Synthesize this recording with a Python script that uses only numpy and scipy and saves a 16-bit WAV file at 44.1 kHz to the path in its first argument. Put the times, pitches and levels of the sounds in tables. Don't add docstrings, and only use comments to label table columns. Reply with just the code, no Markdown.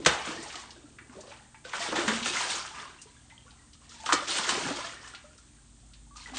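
import sys
import numpy as np
from scipy import signal
from scipy.io import wavfile

SR = 44100
rng = np.random.default_rng(int(sys.argv[2]) if len(sys.argv) > 2 else 0)


def transcribe(signal):
    frames = np.atleast_2d(signal).T
    limited = np.clip(frames, -1, 1)
    pcm = np.round(limited * 32767).astype(np.int16)
    wavfile.write(sys.argv[1], SR, pcm)


N = 281358
TIME = np.arange(N) / SR
BANDS = 62.5 * 2 ** (np.arange(22) / 3 + 1 / 12)

# t/s, length/s, spatter level/dB, fine spray relative to spatter/dB
SHOWERS = [(-.02, .06, -53.5, 0), (.056, 0.043, -29.5, -3), (0.241, 0.059, -40.5, 2.5), (.4, 0.18, -49, 4),
           (1.109, .11, -55.5, -4.5), (1.256, 0.071, -52, -3), (1.637, 0.098, -49, -1),
           (1.737, 0.035, -41.5, 3), (1.786, 0.08, -39.5, 5), (1.945, 0.23, -38, 2.5),
           (2.24, 0.044, -39, 9), (2.323, .11, -34.5, 3.5), (2.486, 0.053, -39, 7), (2.724, 0.091, -45, -5),
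           (3.3, 0.32, -67.5, -1.5), (3.802, 0.052, -61, 0), (3.895, 0.39, -58.5, 8.5),
           (4.05, 0.057, -38, 1.5), (4.166, 0.079, -48, 4.5), (4.267, 0.06, -36.5, 8),
           (4.344, .19, -35, 0.5), (4.47, 0.021, -33, 4), (4.553, 0.14, -37.5, 0), (4.744, .11, -42, 1),
           (5.002, 0.1, -52, 0.5), (6.151, 0.089, -58, 10), (6.25, 0.12, -53.5, -7), (6.335, 0.043, -44, 3)]
# t/s, length/s, churn level/dB
PLUNGES = [(-.02, 0.03, -38.5), (0.065, 0.02, -37), (0.264, 0.14, -44), (0.606, 0.6, -61),
           (1.152, 0.028, -42), (1.9, 0.22, -38.5), (4.26, .04, -48), (4.545, 0.15, -40.5),
           (6.28, 0.08, -55)]
# f/Hz, relative level/dB
WATER_COLOUR = [(65, -29), (130, -20), (230, -11), (350, -5), (550, -9), (800, -7), (1100, -7),
                (1700, -8.5), (2400, -9), (3500, -6.5), (5000, -9.5), (6500, -8), (8500, -10)]
# t/s, thud, smack and crack relative level/dB, decay time t60/s
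SLAPS = [(0.0483, -54, -38.5, -29, 0.049), (0.061, -20.5, -20, -11, 0.077), (0.267, -37.5, -47, -37, 0.083),
         (.555, -78, -50, -33, 0.057), (1.732, -45.5, -31.5, -39, 0.17), (1.878, -35, -51.5, -47, 0.07),
         (1.923, -36, -27, -60, 0.11), (1.957, -38.5, -29.5, -32, 0.31), (2.078, -41.5, -25.5, -25, 0.14),
         (2.258, -37, -34.5, -27, 0.086), (2.353, -57, -27, -51, 0.06), (4.06, -51.5, -41, -29, 0.079),
         (4.09, -61, -23.5, -46, 0.19), (4.1228, -30.5, -19, -20.5, 0.057),
         (4.1287, -26.5, -72, -15, 0.094), (4.491, -47, -32.5, -19.5, 0.053), (6.369, -56, -46, -28, 0.13)]
# f/Hz, relative level/dB
SLAP_COLOUR = [(65, -34), (130, -20.5), (250, -9.5), (550, -1), (780, -6.5), (1150, -4), (1700, -1.5),
               (2400, -8), (3400, -4), (5000, -13.5), (6800, -8.5), (8500, -14.5)]
# t/s, relative level/dB, centre f/Hz
DROPS = [(0.426, -38, 6500), (0.5, -40, 2200), (0.594, -42, 5900), (0.7048, -42, 4200),
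         (0.9844, -41.5, 1760), (1.0947, -48.5, 1290), (1.206, -43, 5860), (1.315, -44, 2160),
         (1.544, -47, 1800), (1.6486, -43.5, 3150), (2.2263, -29, 3320), (2.648, -37, 1200),
         (2.782, -39, 1680), (3.015, -39.5, 7050), (3.299, -50.5, 2300), (3.506, -50.5, 3600),
         (3.731, -48, 4200), (3.892, -46, 5000), (5.074, -44, 5980), (5.147, -38, 3080), (5.378, -50, 5800),
         (5.798, -61, 4500), (5.934, -49, 3500), (6.16, -57, 4980)]
# t/s, starting f/Hz, level/dB, decay time t60/s
BUBBLES = [(.002, 324, -35.5, 0.17), (0.0601, 1053, -13, 0.032), (.065, 600, -18, 0.041),
           (0.063, 152, -20.5, 0.058), (.069, 67.7, -35, 0.24), (.289, 307, -32.5, 0.14),
           (.387, 322, -39.5, 0.2), (.46, 828, -40, 0.13), (.556, 710, -39, .063),
           (0.589, 1098, -42.5, 0.16), (.841, 294, -41.5, 0.1), (1.095, 249, -44.5, 0.17),
           (1.158, 386, -44, 0.23), (1.184, 604, -41, 0.15), (1.278, 535, -39, 0.04),
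           (1.305, 570, -41, 0.059), (1.544, 874, -48, 0.096), (1.65, 1500, -37.5, .05),
           (1.665, 673, -47, 0.078), (1.737, 1450, -26, .032), (1.803, 680, -32.5, .17),
           (1.929, 314, -27, 0.14), (1.956, 820, -24.5, 0.038), (1.986, 340, -23, 0.1),
           (2.077, 215.7, -25, 0.34), (2.145, 223, -30.5, 0.19), (2.219, 225, -29.5, 0.1),
           (2.259, 2720, -18, 0.0081), (2.305, 362, -34.5, 0.15), (2.369, 2040, -20, 0.027),
           (2.757, 970, -43, 0.12), (2.832, 1046, -40.5, 0.047), (3.07, 963, -54.5, 0.15),
           (3.31, 2020, -49, 0.13), (3.379, 3150, -41, 0.022), (3.465, 1110, -51.5, 0.086),
           (3.593, 1880, -52.5, 0.048), (3.817, 1066, -55, 0.082), (3.943, 940, -47, 0.031),
           (3.999, 876, -45, .15), (4.041, 872, -35.5, 0.097), (4.0913, 1037, -19.5, 0.034),
           (4.1239, 1206, -6, 0.011), (4.14, 1350, -13, 0.012), (4.52, 710, -26.5, 0.029),
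           (4.525, 253, -28.5, .052), (4.579, 397, -20.5, .029), (4.652, 256, -28, .093),
           (4.663, 152, -34, 0.076), (4.666, 820, -30.5, 0.054), (4.707, 276, -25.5, 0.1),
           (4.805, 1007, -34, 0.065), (4.846, 668, -39, 0.16), (5.137, 1395, -40, 0.065),
           (5.242, 591, -48, 0.23), (6.11, 1126, -51, 0.18), (6.159, 1208, -41, 0.072),
           (6.2595, 1950, -35, 0.052), (6.322, 258, -40.5, 0.39), (6.334, 753, -38, 0.078)]
# f/Hz, level per band/dB
AIR = [(65, -73.5), (130, -75), (280, -71), (400, -84.5), (550, -82), (1200, -78.5), (2500, -81),
       (3800, -72), (5000, -78), (6500, -69), (8500, -64.5)]
# f/Hz, rms level/dB
HUM = [(38, -73), (58, -67.5), (75, -67.5), (117, -67.5), (145, -71.5), (233, -70.5), (292, -73.5)]
# t/s, rms level/dB
DRONE = [(0, -76.5), (3.8, -77.5), (5.2, -68), (6.0, -54.5), (6.38, -57)]

CHURN_HZ, SPATTER_HZ, SPRAY_HZ = 430, 1160, 4200
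SWELL_S = 0.017
SHOWER_FALL_DB_PER_S, PLUNGE_FALL_DB_PER_S = 101, 161.5
SETTLE_DB, SETTLE_FALL_DB_PER_S = -18.5, 27.5
SHOWER_CHURN_DB = -11.5
WASH_DB, TREBLE_BUBBLES_DB, BUBBLE_T60_S = -11, -9, .038
BUBBLE_RISE_OCTAVES = 0.17
STRAY_COUNT, STRAY_HZ, STRAY_SPREAD_OCTAVES = 70, 1104, .7
STRAY_DB, STRAY_SPREAD_DB, STRAY_T60_S = -53.5, 3.5, .08
STRAY_FOLLOWS, CALM_DB = 0.77, -63.5
DOCK_T60_S, DOCK_TREBLE_T60_S, ECHO_DB = 0.42, 0.095, -4
DRONE_HZ, CUTOFF_HZ = 51.5, 9150


def from_db(db):
    return 10 ** (np.asarray(db) / 20)


def rms_one(x):
    return x / np.sqrt(np.mean(x ** 2) + 1e-20)


def in_time(rows):
    s, *columns = np.transpose(rows)
    return [np.interp(TIME, s, column) for column in columns]


def at_hz(points, hz):
    points = np.array(points)
    return np.interp(np.log(hz), np.log(points[:, 0]), points[:, 1])


def blend(levels, hz):
    anchors = np.log([CHURN_HZ, SPATTER_HZ, SPRAY_HZ])
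    shares = np.eye(len(levels))
    return sum(np.interp(np.log(hz), anchors, share) * db for share, db in zip(shares, levels))


def band(x, hz, octaves=1 / 3):
    edges = np.minimum(hz * 2 ** (np.array([-.5, .5]) * octaves), .45 * SR)
    sos = signal.butter(2, edges, "band", fs=SR, output="sos")
    return signal.sosfilt(sos, x + 1e-18)


def noise(hz, octaves=1 / 3):
    return rms_one(band(rng.standard_normal(N + SR), hz, octaves)[SR:])


def drift(rate_hz):
    r = np.exp(-80 * np.pi * rate_hz / SR)
    slow = signal.lfilter([1], [1, -2 * r, r * r], rng.standard_normal(N // 40 + 2002))[2000:]
    return np.interp(np.arange(N) / 40, np.arange(len(slow)), rms_one(slow))


def add(out, s, sound):
    at = max(round(s * SR), 0)
    out[at:at + len(sound)] += sound[:max(N - at, 0)]


def fade(t60, attack_s):
    t = np.arange(int(t60 * SR)) / SR
    return (1 - np.exp(-t / attack_s)) * np.exp(-np.log(1000) * t / t60)


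def bubble(hz, t60, rise):
    shape = fade(t60, attack_s=.5 / hz)
    pitch = hz * 2 ** (rise * np.linspace(0, 1, len(shape)))
    return shape * np.sin(2 * np.pi * np.cumsum(pitch) / SR)


def impacts(per_s, spread_db):
    sizes = from_db(spread_db * np.minimum(rng.exponential(1, N), 3.5))
    signed = sizes * rng.choice([-1, 1], N)
    return signed * (rng.random(N) < per_s / SR) / np.sqrt(per_s)


def blow(t60, snap_s, white, attack_s):
    shape = fade(t60, attack_s)
    burst = shape * white[:len(shape)]
    burst[round(attack_s * SR)] += np.sqrt(snap_s * SR)
    return burst


def surge(s, length_s, fall_db_per_s):
    swell = np.clip((TIME - s) / SWELL_S, 0, 1)
    since_end = np.maximum(TIME - s - length_s, 0)
    main = from_db(-fall_db_per_s * since_end) ** 2
    settling = from_db(SETTLE_DB - SETTLE_FALL_DB_PER_S * since_end) ** 2
    return swell ** 2 * (main + settling)


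def agitation():
    churn, spatter, spray = np.full((3, N), from_db(CALM_DB - 18.5) ** 2)
    for s, length_s, db, fine_db in SHOWERS:
        power = from_db(db) ** 2 * surge(s, length_s, SHOWER_FALL_DB_PER_S)
        churn += power * from_db(SHOWER_CHURN_DB) ** 2
        spatter += power
        spray += power * from_db(fine_db) ** 2
    for s, length_s, db in PLUNGES:
        churn += from_db(db) ** 2 * surge(s, length_s, PLUNGE_FALL_DB_PER_S)
    return 10 * np.log10([churn, spatter, spray])


def stirred_water(levels, bubbles_db=-9.0, patter_db=-15.0, rise=0.28, patchy_db=1.33, clump_db=3.5):
    vigour = from_db(0.55 * (levels[1] + 35.5))
    bubbles_per_s, drops_per_s = 65 * vigour, 1100 * vigour
    clumps = from_db(clump_db * drift(49))
    out = np.zeros(N)
    for k, hz in enumerate(BANDS):
        if k % 3 == 0:
            patter = impacts(drops_per_s, spread_db=1.5) * clumps
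        births = impacts(bubbles_per_s * np.sqrt(hz / 1000), spread_db=2.5)
        size_class = rng.integers(0, 3, N)
        rings = np.zeros(N)
        for j, pitch in enumerate(hz * 2 ** (np.arange(-1, 2) / 9)):
            ring = bubble(pitch, BUBBLE_T60_S * np.sqrt(1000 / pitch), rise)
            rings += signal.oaconvolve(births * (size_class == j), ring)[:N]
        fine = at_hz([(1500, 0), (6000, 1)], hz)
        shares = from_db([bubbles_db + fine * TREBLE_BUBBLES_DB, patter_db, WASH_DB])
        ticks = (-1) ** k * rms_one(band(patter, hz))
        layers = np.array([rms_one(rings), ticks, noise(hz)])
        grains = shares @ layers / np.linalg.norm(shares)
        patches_db = patchy_db * (2.0 - .5 * fine) * drift(23)
        out += grains * from_db(blend(levels, hz) + at_hz(WATER_COLOUR, hz) + patches_db)
    return out


def slaps(snap_s=0.00082, attack_s=.0007, level_db=-3.0):
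    whites = rng.standard_normal((len(SLAPS), SR))
    bursts = [blow(row[4], snap_s, white, attack_s) for row, white in zip(SLAPS, whites)]
    out = np.zeros(N)
    for k, hz in enumerate(BANDS):
        force = np.zeros(N)
        for (s, thud_db, smack_db, crack_db, t60), burst in zip(SLAPS, bursts):
            add(force, s, from_db(blend([thud_db, smack_db, crack_db], hz)) * burst)
        gain = np.sqrt(2 * SR / hz) * from_db(at_hz(SLAP_COLOUR, hz) + level_db)
        out += (-1) ** k * band(force, hz) * gain
    return out


def gulps_and_plinks():
    out = np.zeros(N)
    for s, hz, db, t60 in BUBBLES:
        add(out, s, from_db(db) * bubble(hz, t60, BUBBLE_RISE_OCTAVES))
    return out


def drops(t60=0.084, octaves=1.0, level_db=0.5, snap_s=0.00051, attack_s=.0018):
    out = np.zeros(N)
    for (s, db, hz), white in zip(DROPS, rng.standard_normal((len(DROPS), SR))):
        tick = band(blow(t60, snap_s, white, attack_s), hz, octaves)
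        add(out, s, from_db(db + level_db) * tick * np.sqrt(SR / (2 * hz)))
    return out


def stray_bubbles(spatter_db, rise=.5):
    out = np.zeros(N)
    moments = (np.arange(STRAY_COUNT) + rng.random(STRAY_COUNT)) * N / SR / STRAY_COUNT
    traits = np.clip(rng.standard_normal((STRAY_COUNT, 2)), -2, 2)
    for s, (size, strength) in zip(moments, traits):
        roughness_db = np.interp(s, TIME, spatter_db) - CALM_DB
        db = STRAY_DB + STRAY_SPREAD_DB * strength + STRAY_FOLLOWS * roughness_db
        hz = STRAY_HZ * 2 ** (STRAY_SPREAD_OCTAVES * size)
        add(out, s, from_db(db) * bubble(hz, STRAY_T60_S, rise))
    return out


def dock(x, first_echo_s=0.0085, bass_db=-6.0, treble_db=-4.5):
    t = np.arange(SR) / SR
    response = np.zeros(SR)
    for hz in BANDS:
        t60 = at_hz([(2000, DOCK_T60_S), (8000, DOCK_TREBLE_T60_S)], hz)
        decay = (t > first_echo_s) * np.exp(-np.log(1000) * t / t60)
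        tail = band(rng.standard_normal(SR) * decay, hz)
        colour_db = at_hz([(250, bass_db), (900, 0.0075), (3000, 0.0038), (8000, treble_db)], hz)
        response += tail * from_db(colour_db) * np.sqrt(2 * np.log(1000) / (t60 * SR))
    return signal.fftconvolve(x, response)[:N]


def background(waver=0.24):
    rumble = from_db(-74) * noise(80, octaves=3)
    air = sum(from_db(at_hz(AIR, hz)) * noise(hz) for hz in BANDS)
    hum = np.zeros(N)
    for hz, db in HUM:
        strength = 1 + waver * drift(1.8)
        hum += from_db(db) * rms_one(strength * np.sin(2 * np.pi * hz * TIME + .5 * drift(5.1)))
    drone_tone = rms_one(np.sin(2 * np.pi * DRONE_HZ * TIME + .5 * drift(0.68)))
    drone = from_db(in_time(DRONE)[0]) * drone_tone
    return rumble + air + hum + drone


def scene():
    levels = agitation()
    water = from_db(-2.5) * stirred_water(levels) + slaps() + drops()
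    water += gulps_and_plinks() + stray_bubbles(levels[1])
    echo = from_db(ECHO_DB) * dock(water)
    return (water + echo + background())[None]


def record(dry):
    return signal.sosfilt(signal.ellip(12, .2, 75, CUTOFF_HZ, fs=SR, output="sos"), dry)


dry = scene()
out = record(dry)
transcribe(out)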